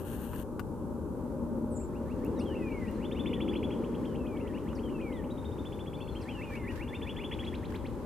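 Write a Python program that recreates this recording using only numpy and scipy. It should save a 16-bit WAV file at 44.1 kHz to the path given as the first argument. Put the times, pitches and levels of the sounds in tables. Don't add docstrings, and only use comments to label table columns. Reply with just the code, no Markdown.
import sys
import numpy as np
from scipy import signal
from scipy.fft import rfft, irfft, next_fast_len
from scipy.io import wavfile
from scipy.ndimage import uniform_filter1d

SR = 44100
rng = np.random.default_rng(int(sys.argv[2]) if len(sys.argv) > 2 else 0)


def unload_audio(sound):
    columns = np.transpose(np.atleast_2d(sound))
    steps = np.round(np.clip(columns, -1, 1) * 32767)
    wavfile.write(sys.argv[1], SR, steps.astype(np.int16))


N = 355401
FFT_SIZE = next_fast_len(N)
TIME, BIN_HZ = np.arange(N) / SR, np.fft.rfftfreq(FFT_SIZE, 1 / SR)


def gain(db):
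    return 10 ** (np.asarray(db) / 20)


def level(x, db):
    return x * gain(db) / np.sqrt(np.mean(x ** 2))


def curve(x, points):
    return np.interp(x, *np.transpose(points))


def over_hz(points):
    hz, value = np.transpose(points)
    return np.interp(np.log(BIN_HZ + 1), np.log(hz), value)


def band(x, hz, width):
    return signal.lfilter(*signal.iirpeak(hz, hz / width, fs=SR), x)


def wobble(rate, count=N):
    hold = int(SR / rate)
    steps = np.repeat(rng.standard_normal(count // hold + 1), hold)
    return level(uniform_filter1d(uniform_filter1d(steps, hold), hold)[:count], 0)


def add(out, start_s, x):
    i = int(start_s * SR)
    out[..., i:i + x.shape[-1]] += x[..., :out.shape[-1] - i]


# f/Hz, likeness/0-1
LIKENESS = [(30, 0.55), (250, 0.89), (600, 0.9), (1200, .7), (2500, 0.32)]
# f/Hz, left minus right/dB
LEAN = [(30, 4.5), (250, 2.5), (600, 2.5), (1200, -1), (2500, 1)]
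def wide_noise(colour):
    mid, side = (rfft(rng.standard_normal(FFT_SIZE)) * colour for _ in range(2))
    alike, sign = over_hz(LIKENESS), np.array([[1], [-1]])
    both = np.sqrt(1 + alike) * mid + sign * np.sqrt(1 - alike) * side
    both *= gain(sign * over_hz(LEAN) / 2)
    return level(irfft(both, FFT_SIZE)[:, :N], 0)


# f/Hz, relative level/dB
ROAD_COLOUR = [(12, -44), (20, -18), (38, -4), (75, 3.5), (166, -5.5), (226, -8), (346, -13.5), (470, -12),
               (600, -12), (692, -27.5), (800, -15), (978, -17), (1270, -24.5), (1500, -28), (1900, -50),
               (2600, -50), (4000, -64), (5700, -120)]
ROAR_COLOUR = [(90, -45), (130, -1.5), (230, 7.5), (330, 8.5), (550, -0.5), (640, -38), (700, -16),
               (900, -10.5), (1400, -25.5), (2000, -50), (3000, -90)]
# f/Hz, half-width/Hz, relative level/dB
ENGINE_TONES = [(236, 19.4, -0.5), (539, 6.8, -9.5), (590, 1.8, -18), (602.3, 7.1, -11), (917, 13, -22.5)]
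# t/s, roar level/dB, drone level/dB
VEHICLE_LEVELS = [(0, -42, -45), (.45, -43, -47), (.7, -40, -50.5), (.92, -41.5, -36), (1.12, -38.5, -49),
                  (1.43, -39, -34), (1.75, -40, -38), (1.86, -40, -46), (2.02, -41, -36.5), (2.3, -33, -44),
                  (2.5, -35, -43.5), (2.85, -38.5, -40.5), (3.5, -33, -41), (4, -35, -39.5),
                  (4.42, -37, -39.5), (4.6, -38, -43.5), (5.05, -37, -43.5), (5.3, -40, -42.5),
                  (5.7, -40.5, -53.5), (6.5, -42.5, -49), (8.06, -40.5, -47.5)]
def traffic():
    s, roar_db, drone_db = np.transpose(VEHICLE_LEVELS)
    road = wide_noise(gain(over_hz(ROAD_COLOUR))) * gain(-40)
    roar = wide_noise(gain(over_hz(ROAR_COLOUR))) * gain(np.interp(TIME, s, roar_db))
    tones = sum(gain(db) / (1 + ((BIN_HZ - hz) / width) ** 2) for hz, width, db in ENGINE_TONES)
    drone = wide_noise(tones) * gain(np.interp(TIME, s, drone_db))
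    return road + roar + drone


# t/s, level/dB
WASH_SWELL = [(0, -96), (1.2, -73.5), (2.2, -64), (3.5, -65), (5, -64), (6.5, -64.5), (8.06, -65)]
# f/Hz, relative level/dB
WASH_TONE = [(1000, -19), (1600, 1.5), (2600, -6.5), (3600, -11.5), (5000, -14), (8000, -16.5),
             (12000, -33)]
def wash():
    return wide_noise(gain(over_hz(WASH_TONE))) * gain(curve(TIME, WASH_SWELL) + 2.3 * wobble(6))


# f/Hz, width/Hz, relative level/dB
SHELL_RINGS = [(1100, 460, 3), (1435, 320, -1), (2780, 380, -7), (4700, 630, -15.5), (8650, 5700, -13),
               (12400, 5600, -11)]
# t/s, base level/dB, brightness/dB per octave, time to fade 60 dB/s, left minus right/dB
SHELL_TICKS = [(0.332, -45.5, -5, 0.054, 1), (.36, -54, 4, 0.028, 12), (0.5942, -41, 0.6, 0.047, 10),
               (2.2476, -64, 11.5, 0.0054, 2), (2.2643, -70, 11, .005, 1.5), (2.4394, -62, 7, .007, 5),
               (2.912, -63, 8.5, .007, 0), (4.643, -64, 7, 0.0063, 0), (4.729, -41, -8, 0.016, -1),
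               (6.503, -43, -3, 0.017, 3), (7.7218, -47, -2, 0.02, 8), (7.7508, -48, -1.5, .039, 5)]
def body_ticks():
    out, t = np.zeros((2, N)), np.arange(SR // 10) / SR
    pivot_hz = SHELL_RINGS[1][0]
    for s, db, bright_db, fade_s, pan_db in SHELL_TICKS:
        noise = rng.standard_normal(len(t))
        ring = sum(level(band(band(noise, hz, width), hz, width),
                         ring_db + bright_db * np.log2(hz / pivot_hz))
                   for hz, width, ring_db in SHELL_RINGS)
        burst = ring * gain(db) * 1000 ** (-t / fade_s) * (1 - np.exp(-t / .0005))
        add(out, s, burst * gain([[pan_db / 2], [-pan_db / 2]]))
    return out


# f/Hz, width/Hz, relative level/dB
RUSTLE_BANDS = [(1650, 420, 8), (2700, 2200, -7), (4600, 870, -17), (9000, 6300, -8)]
# middle t/s, length/s, level/dB
HAND_RUSTLES = [(6.54, 0.1, -57), (6.76, 0.14, -53.5), (7.708, 0.027, -54), (7.75, 0.053, -58)]
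def rustles():
    noise = rng.standard_normal((2, N))
    rub = sum(level(band(noise, hz, width), db) for hz, width, db in RUSTLE_BANDS)
    swells = sum(gain(db) * np.exp(-(2 * (TIME - s) / length) ** 2) for s, length, db in HAND_RUSTLES)
    return level(rub, 0) * gain(3.2 * wobble(200)) * swells


# f/Hz, width/Hz, relative level/dB
GEAR_RINGS = [(1585, 270, 4), (2830, 880, -1), (3880, 900, -17), (6760, 2600, -3.5), (8900, 900, -1.5),
              (10800, 900, -0.5), (12100, 700, -2), (14000, 1500, -20)]
STEP_RINGS = [(2850, 500, -1), (8800, 900, -7), (12200, 970, 4)]
def lens_motor(stop_s=.435, step_hz=120.2):
    t, steps = np.arange(int(stop_s * SR)) / SR, np.arange(0, stop_s, 1 / step_hz)
    size, direction = rng.standard_normal((len(steps), 2)).T
    strong_weak_db = 2.5 * (-1) ** np.arange(len(steps))
    ticks = np.zeros(len(t))
    ticks[(steps * SR).astype(int)] = gain(3.3 * size + strong_weak_db) * np.sign(direction)
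    gear = rng.standard_normal((2, len(t))) * gain(2.5 * wobble(41, len(t)))
    gear[1] = .36 * gear[0] + .67 * gear[1]
    hiss = sum(gain(db) * band(gear, hz, width) / np.sqrt(width) for hz, width, db in GEAR_RINGS)
    ring = sum(gain(db) * band(band(ticks, hz, width), hz, width) / np.sqrt(width)
               for hz, width, db in STEP_RINGS)
    whirr = level(hiss, -56) + level(ring, -60.5)
    whirr -= band(whirr, hz=5000, width=350)
    fade_out = np.clip((t[-1] - t) / .0045, 0, 1)
    out = np.zeros((2, N))
    add(out, 0, whirr * fade_out * gain([[3.5], [-5]]))
    return out


# delay t/s, spread/s, level against the tail/dB
TRUNK_ECHOES = [(.006, 0.0099, 11), (0.033, 0.0071, 3)]
def wood(x, fade_s, echo_db):
    t = np.arange(int(fade_s * SR)) / SR
    mid, side = rng.standard_normal((2, len(t)))
    tail = 1000 ** (-t / fade_s) * (1 - np.exp(-t / .0044))
    trunks = sum(gain(db) * np.exp(-((t - s) / spread) ** 2) for s, spread, db in TRUNK_ECHOES)
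    echo = (mid + .18 * side * np.array([[1], [-1]])) * (tail + trunks)
    response = gain(echo_db) * echo / np.sqrt(np.sum(echo ** 2) / 2)
    response[:, 0] = 1
    return signal.fftconvolve(x[None], response, axes=1)[:, :N]


# multiple of the pitch, relative level/dB
ODD_OVERTONES = [(3, -30), (5, -31)]
# f/Hz, added level/dB
MIC_LIFT = [(8000, -25), (9500, 2.5), (12500, 2), (14500, -25)]
def whistle(hz, db, fade_s, octave_db):
    phase = 2 * np.pi * np.cumsum(hz) / SR
    t = np.arange(len(hz)) / SR
    ends = np.sin(np.pi / 2 * np.clip(np.minimum(t, t[::-1]) / fade_s, 0, 1)) ** 2
    odd = sum(gain(odd_db + curve(k * hz, MIC_LIFT)) * np.sin(k * phase) * (k * hz < SR / 2)
              for k, odd_db in ODD_OVERTONES)
    return np.sqrt(2) * gain(db) * ends * (np.sin(phase) + gain(octave_db) * np.sin(2 * phase) + odd)


# t/s, length/s, first, middle and last f/Hz, level/dB
FAR_GLIDES = [(2.36, .09, 4050, 3500, 3074, -68), (2.56, .09, 2230, 2050, 1890, -64),
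              (2.94, .035, 4700, 4170, 3930, -73), (3.19, .22, 2680, 2140, 1780, -67),
              (3.505, .035, 4500, 4830, 5150, -73), (3.565, .02, 4170, 4110, 4050, -73),
              (5.13, .08, 3952, 3400, 2838, -67), (5.945, .04, 3500, 4200, 5030, -75),
              (5.96, .09, 2100, 2620, 2610, -64), (5.975, .265, 4400, 4250, 4100, -75),
              (6.18, .06, 3400, 2640, 1778, -63), (6.39, .42, 3590, 3550, 3480, -81)]
def far_glides():
    out, waver_hz, flutter_db = np.zeros(N), 35 * wobble(250), 3.2 * wobble(130)
    for s, length, from_hz, middle_hz, to_hz, db in FAR_GLIDES:
        u = np.linspace(-1, 1, int(length * SR))
        hz = middle_hz + (to_hz - from_hz) / 2 * u + ((from_hz + to_hz) / 2 - middle_hz) * u ** 2
        hz += waver_hz[int(s * SR):][:len(u)]
        add(out, s, whistle(hz, db - 4 * u ** 2, fade_s=.0026, octave_db=-42))
    return out * gain(flutter_db)


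# t/s, f/Hz, level/dB
BUZZY_CALL = [(1.703, 9000, -70), (1.72, 8300, -63), (1.75, 7380, -57.5), (1.785, 7120, -58),
              (1.8, 7560, -63), (1.818, 7340, -56), (1.83, 7290, -62), (1.865, 7200, -73)]
def buzzy_call(buzz_hz=370):
    s, pitches, levels = np.transpose(BUZZY_CALL)
    t = np.arange(s[0], s[-1], 1 / SR)
    hz, db = np.interp(t, s, pitches), np.interp(t, s, levels)
    out = np.zeros(N)
    for k in range(5):
        rung_hz = hz + k * buzz_hz + 70 * wobble(118, len(t))
        rung_db = db - 5 * k + 4.4 * wobble(115, len(t))
        add(out, s[0], whistle(rung_hz, rung_db, fade_s=.005, octave_db=-29))
    return out


# t/s, goal f/Hz, settling time/s, level/dB, octave overtone/dB
OPENING_CHIPS = [(2.388, 3880, 0.014, -61.5, 3.5), (4.75, 4330, 0.0087, -58.5, -7),
                 (6.21, 3800, 0.013, -62.5, -5)]
# pitch f/Hz, added level/dB
CHIP_OCTAVE = [(4000, 2), (5200, -9), (5800, -30)]
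def chips(length_s=.042, from_hz=6500, peak_s=.01):
    out, t = np.zeros(N), np.arange(int(length_s * SR)) / SR
    swell_db = np.minimum(-.5 * (1 - t / peak_s), -330 * (t - peak_s))
    for s, to_hz, settle_s, db, octave_db in OPENING_CHIPS:
        hz = to_hz + (from_hz - to_hz) * np.exp(-t / settle_s)
        add(out, s, whistle(hz, db + swell_db, fade_s=.0034, octave_db=octave_db + curve(hz, CHIP_OCTAVE)))
    return out


# t/s, length/s, first f/Hz, bend f/Hz, last f/Hz, level/dB
SLURS = [(2.457, .435, 3340, 2710, 1865, -54), (4.062, 0.47, 3220, 2797, 1797, -61.5),
         (4.833, 0.38, 3295, 2758, 1800, -56), (6.288, .43, 3335, 2687, 1850, -52.5)]
# share of its length, added level/dB
SLUR_SWELL = [(0, -3.5), (.1, -4), (.65, 0), (1, -1.5)]
def slurs(bend_s=.1):
    out = np.zeros(N)
    for s, length, from_hz, bend_hz, to_hz, db in SLURS:
        t = np.arange(int(length * SR)) / SR
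        slide = bend_hz + (to_hz - bend_hz) * (t - bend_s) / (length - bend_s)
        drop = (from_hz - slide[0]) * np.clip(1 - t / bend_s, 0, 1) ** 1.3
        swell_db = curve(t / length, SLUR_SWELL)
        add(out, s, whistle(slide + drop, db + swell_db, fade_s=.0034, octave_db=-44))
    return out


def rising(notes, shape, phrases, length_s, low_hz, fade_s):
    out = np.zeros(N)
    u = np.arange(shape[0][0], shape[-1][0], 1 / (length_s * SR))
    scoop_db = -5 * (u < 0) * (1 - np.exp(u / .062))
    flick_db = -20 * np.clip((u - 1) / .12 + 1, 0, 1)
    for s, top_hz, db in notes:
        pace, *swell_db = [row[1:] for row in phrases if row[0] <= s][-1]
        climb = uniform_filter1d(curve(u * pace, shape), size=len(u) // 12, mode="nearest")
        hz = low_hz + (top_hz - low_hz) * climb
        note_db = db + np.interp(u, (.22, .52, .8), swell_db) + scoop_db + flick_db
        add(out, s + u[0] * length_s, whistle(hz, note_db, fade_s, octave_db=-33))
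    return out


# t/s, top f/Hz, level/dB
TRILL_NOTES = [(3.039, 3550, -53.5), (3.109, 3690, -49.5), (3.183, 3560, -47.5), (3.255, 3557, -46),
               (3.327, 3510, -47), (3.401, 3470, -47), (3.476, 3450, -47.5), (3.55, 3470, -50),
               (3.626, 3430, -47.5), (3.702, 3340, -50.5), (5.296, 3900, -53.5), (5.369, 3740, -57),
               (5.44, 3740, -54), (5.508, 3730, -60), (5.576, 3640, -55.5), (5.647, 3540, -54),
               (5.717, 3540, -56), (5.786, 3520, -53.5), (5.856, 3400, -55.5), (5.928, 3520, -52.5),
               (5.999, 3500, -53.5), (6.07, 3466, -54), (6.146, 3210, -51), (6.872, 3500, -53.5),
               (6.939, 3640, -51), (7.013, 3490, -48), (7.087, 3460, -47.5), (7.159, 3485, -46),
               (7.234, 3480, -46.5), (7.309, 3430, -46.5), (7.385, 3390, -50), (7.46, 3400, -49.5)]
WHOIT_NOTES = [(1.768, 2820, -74), (1.912, 2870, -67), (2.066, 2850, -63), (2.209, 2880, -61.5),
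               (2.364, 2950, -60), (2.514, 2880, -56), (2.67, 2860, -61), (2.831, 2900, -60.5),
               (2.983, 3015, -58.5), (3.123, 3050, -57.5), (3.257, 3000, -59), (4.368, 2820, -62),
               (4.51, 2896, -60.5), (4.659, 2920, -64), (6.253, 2960, -52.5), (6.386, 2900, -50),
               (6.517, 2896, -50), (6.647, 2950, -49.5), (6.777, 2875, -50), (6.906, 2880, -50),
               (7.038, 2950, -49), (7.164, 2930, -50)]
WHIP_NOTES = [(3.384, 3690, -55), (3.509, 3400, -54), (3.708, 3590, -61), (3.816, 3590, -59.5),
              (3.92, 3690, -58.5), (4.025, 3850, -58.5), (4.127, 3550, -61), (4.238, 3600, -61),
              (4.34, 3600, -63), (4.447, 3630, -58.5), (4.552, 3560, -60), (4.656, 3730, -57.5),
              (4.763, 3520, -61), (4.87, 3480, -60), (4.983, 3470, -59), (5.096, 3540, -60),
              (5.215, 3500, -61), (7.308, 3660, -48.5), (7.419, 4000, -49.5), (7.522, 4086, -50.5),
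              (7.624, 4160, -53.5), (7.729, 4160, -52), (7.838, 4440, -55.5)]
TRILL_CLIMB = [(0, 0.056), (.14, .4), (.22, 0.66), (.31, 0.78), (.39, .92), (.67, 1), (1, 0.95)]
WHOIT_CLIMB = [(-.25, 0.04), (.05, 0.1015), (.28, 0.172), (.4, .344), (.63, .72), (.74, .875), (.82, 0.93),
               (1, 1)]
WHIP_CLIMB = [(0, 0), (.19, .05), (.33, .11), (.48, .2), (.62, .35), (.76, .58), (.9, .83), (1, 1),
              (1.16, 1.7)]
# from t/s, pace of the climb, early, middle and late added level/dB
TRILL_PHRASES = [(3, 0.95, 2, 1, -3.5), (5.2, 1.12, -6, 1, -2), (5.7, 0.98, -1.5, -1.16, 2.5),
                 (6.8, 1.09, 0.5, -.4, 0)]
WHOIT_PHRASES = [(1.4, 1.01, -3, -2.5, 6.5), (4.3, 1.25, -3.5, 5.5, 2), (6.2, 1.01, -6, 3.5, .3)]
WHIP_PHRASES = [(3.3, 1.01, -4, -5.5, 7), (4.4, 0.98, -2, -2, 4), (7.2, 1.1, -3, 1.5, -2)]
def songbirds():
    trills = rising(TRILL_NOTES, TRILL_CLIMB, TRILL_PHRASES, length_s=.034, low_hz=1657, fade_s=.0055)
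    whoits = rising(WHOIT_NOTES, WHOIT_CLIMB, WHOIT_PHRASES, length_s=.068, low_hz=1617, fade_s=.008)
    whips = rising(WHIP_NOTES, WHIP_CLIMB, WHIP_PHRASES, length_s=.038, low_hz=1648, fade_s=.0071)
    climbing = (trills + whoits + whips) * gain(2.2 * wobble(150))
    falling = (chips() + slurs()) * gain(1.6 * wobble(60) + 2.2 * wobble(120))
    return climbing + falling


def scene():
    song = wood(songbirds(), fade_s=1.65, echo_db=-6.5)
    song += wood(far_glides(), fade_s=1.65, echo_db=-4)
    song += wood(buzzy_call(), fade_s=.22, echo_db=-3)
    return song + wash() + traffic() + lens_motor() + body_ticks() + rustles()


# f/Hz, relative level/dB
HISS_COLOUR = [(900, -30), (1800, -4), (3300, -5.5), (5000, -7), (7000, -3), (9000, -1), (12000, -2),
               (13800, -4.5), (15100, -10.5)]
def record(dry):
    spectrum = rfft(rng.standard_normal((2, FFT_SIZE))) * gain(over_hz(HISS_COLOUR))
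    hiss = level(irfft(spectrum, FFT_SIZE)[:, :N], -67)
    treble_cut = signal.ellip(14, .3, 70, 15150, fs=SR, output="sos")
    return signal.sosfilt(treble_cut, dry + hiss)


dry = scene()
out = record(dry)
unload_audio(out)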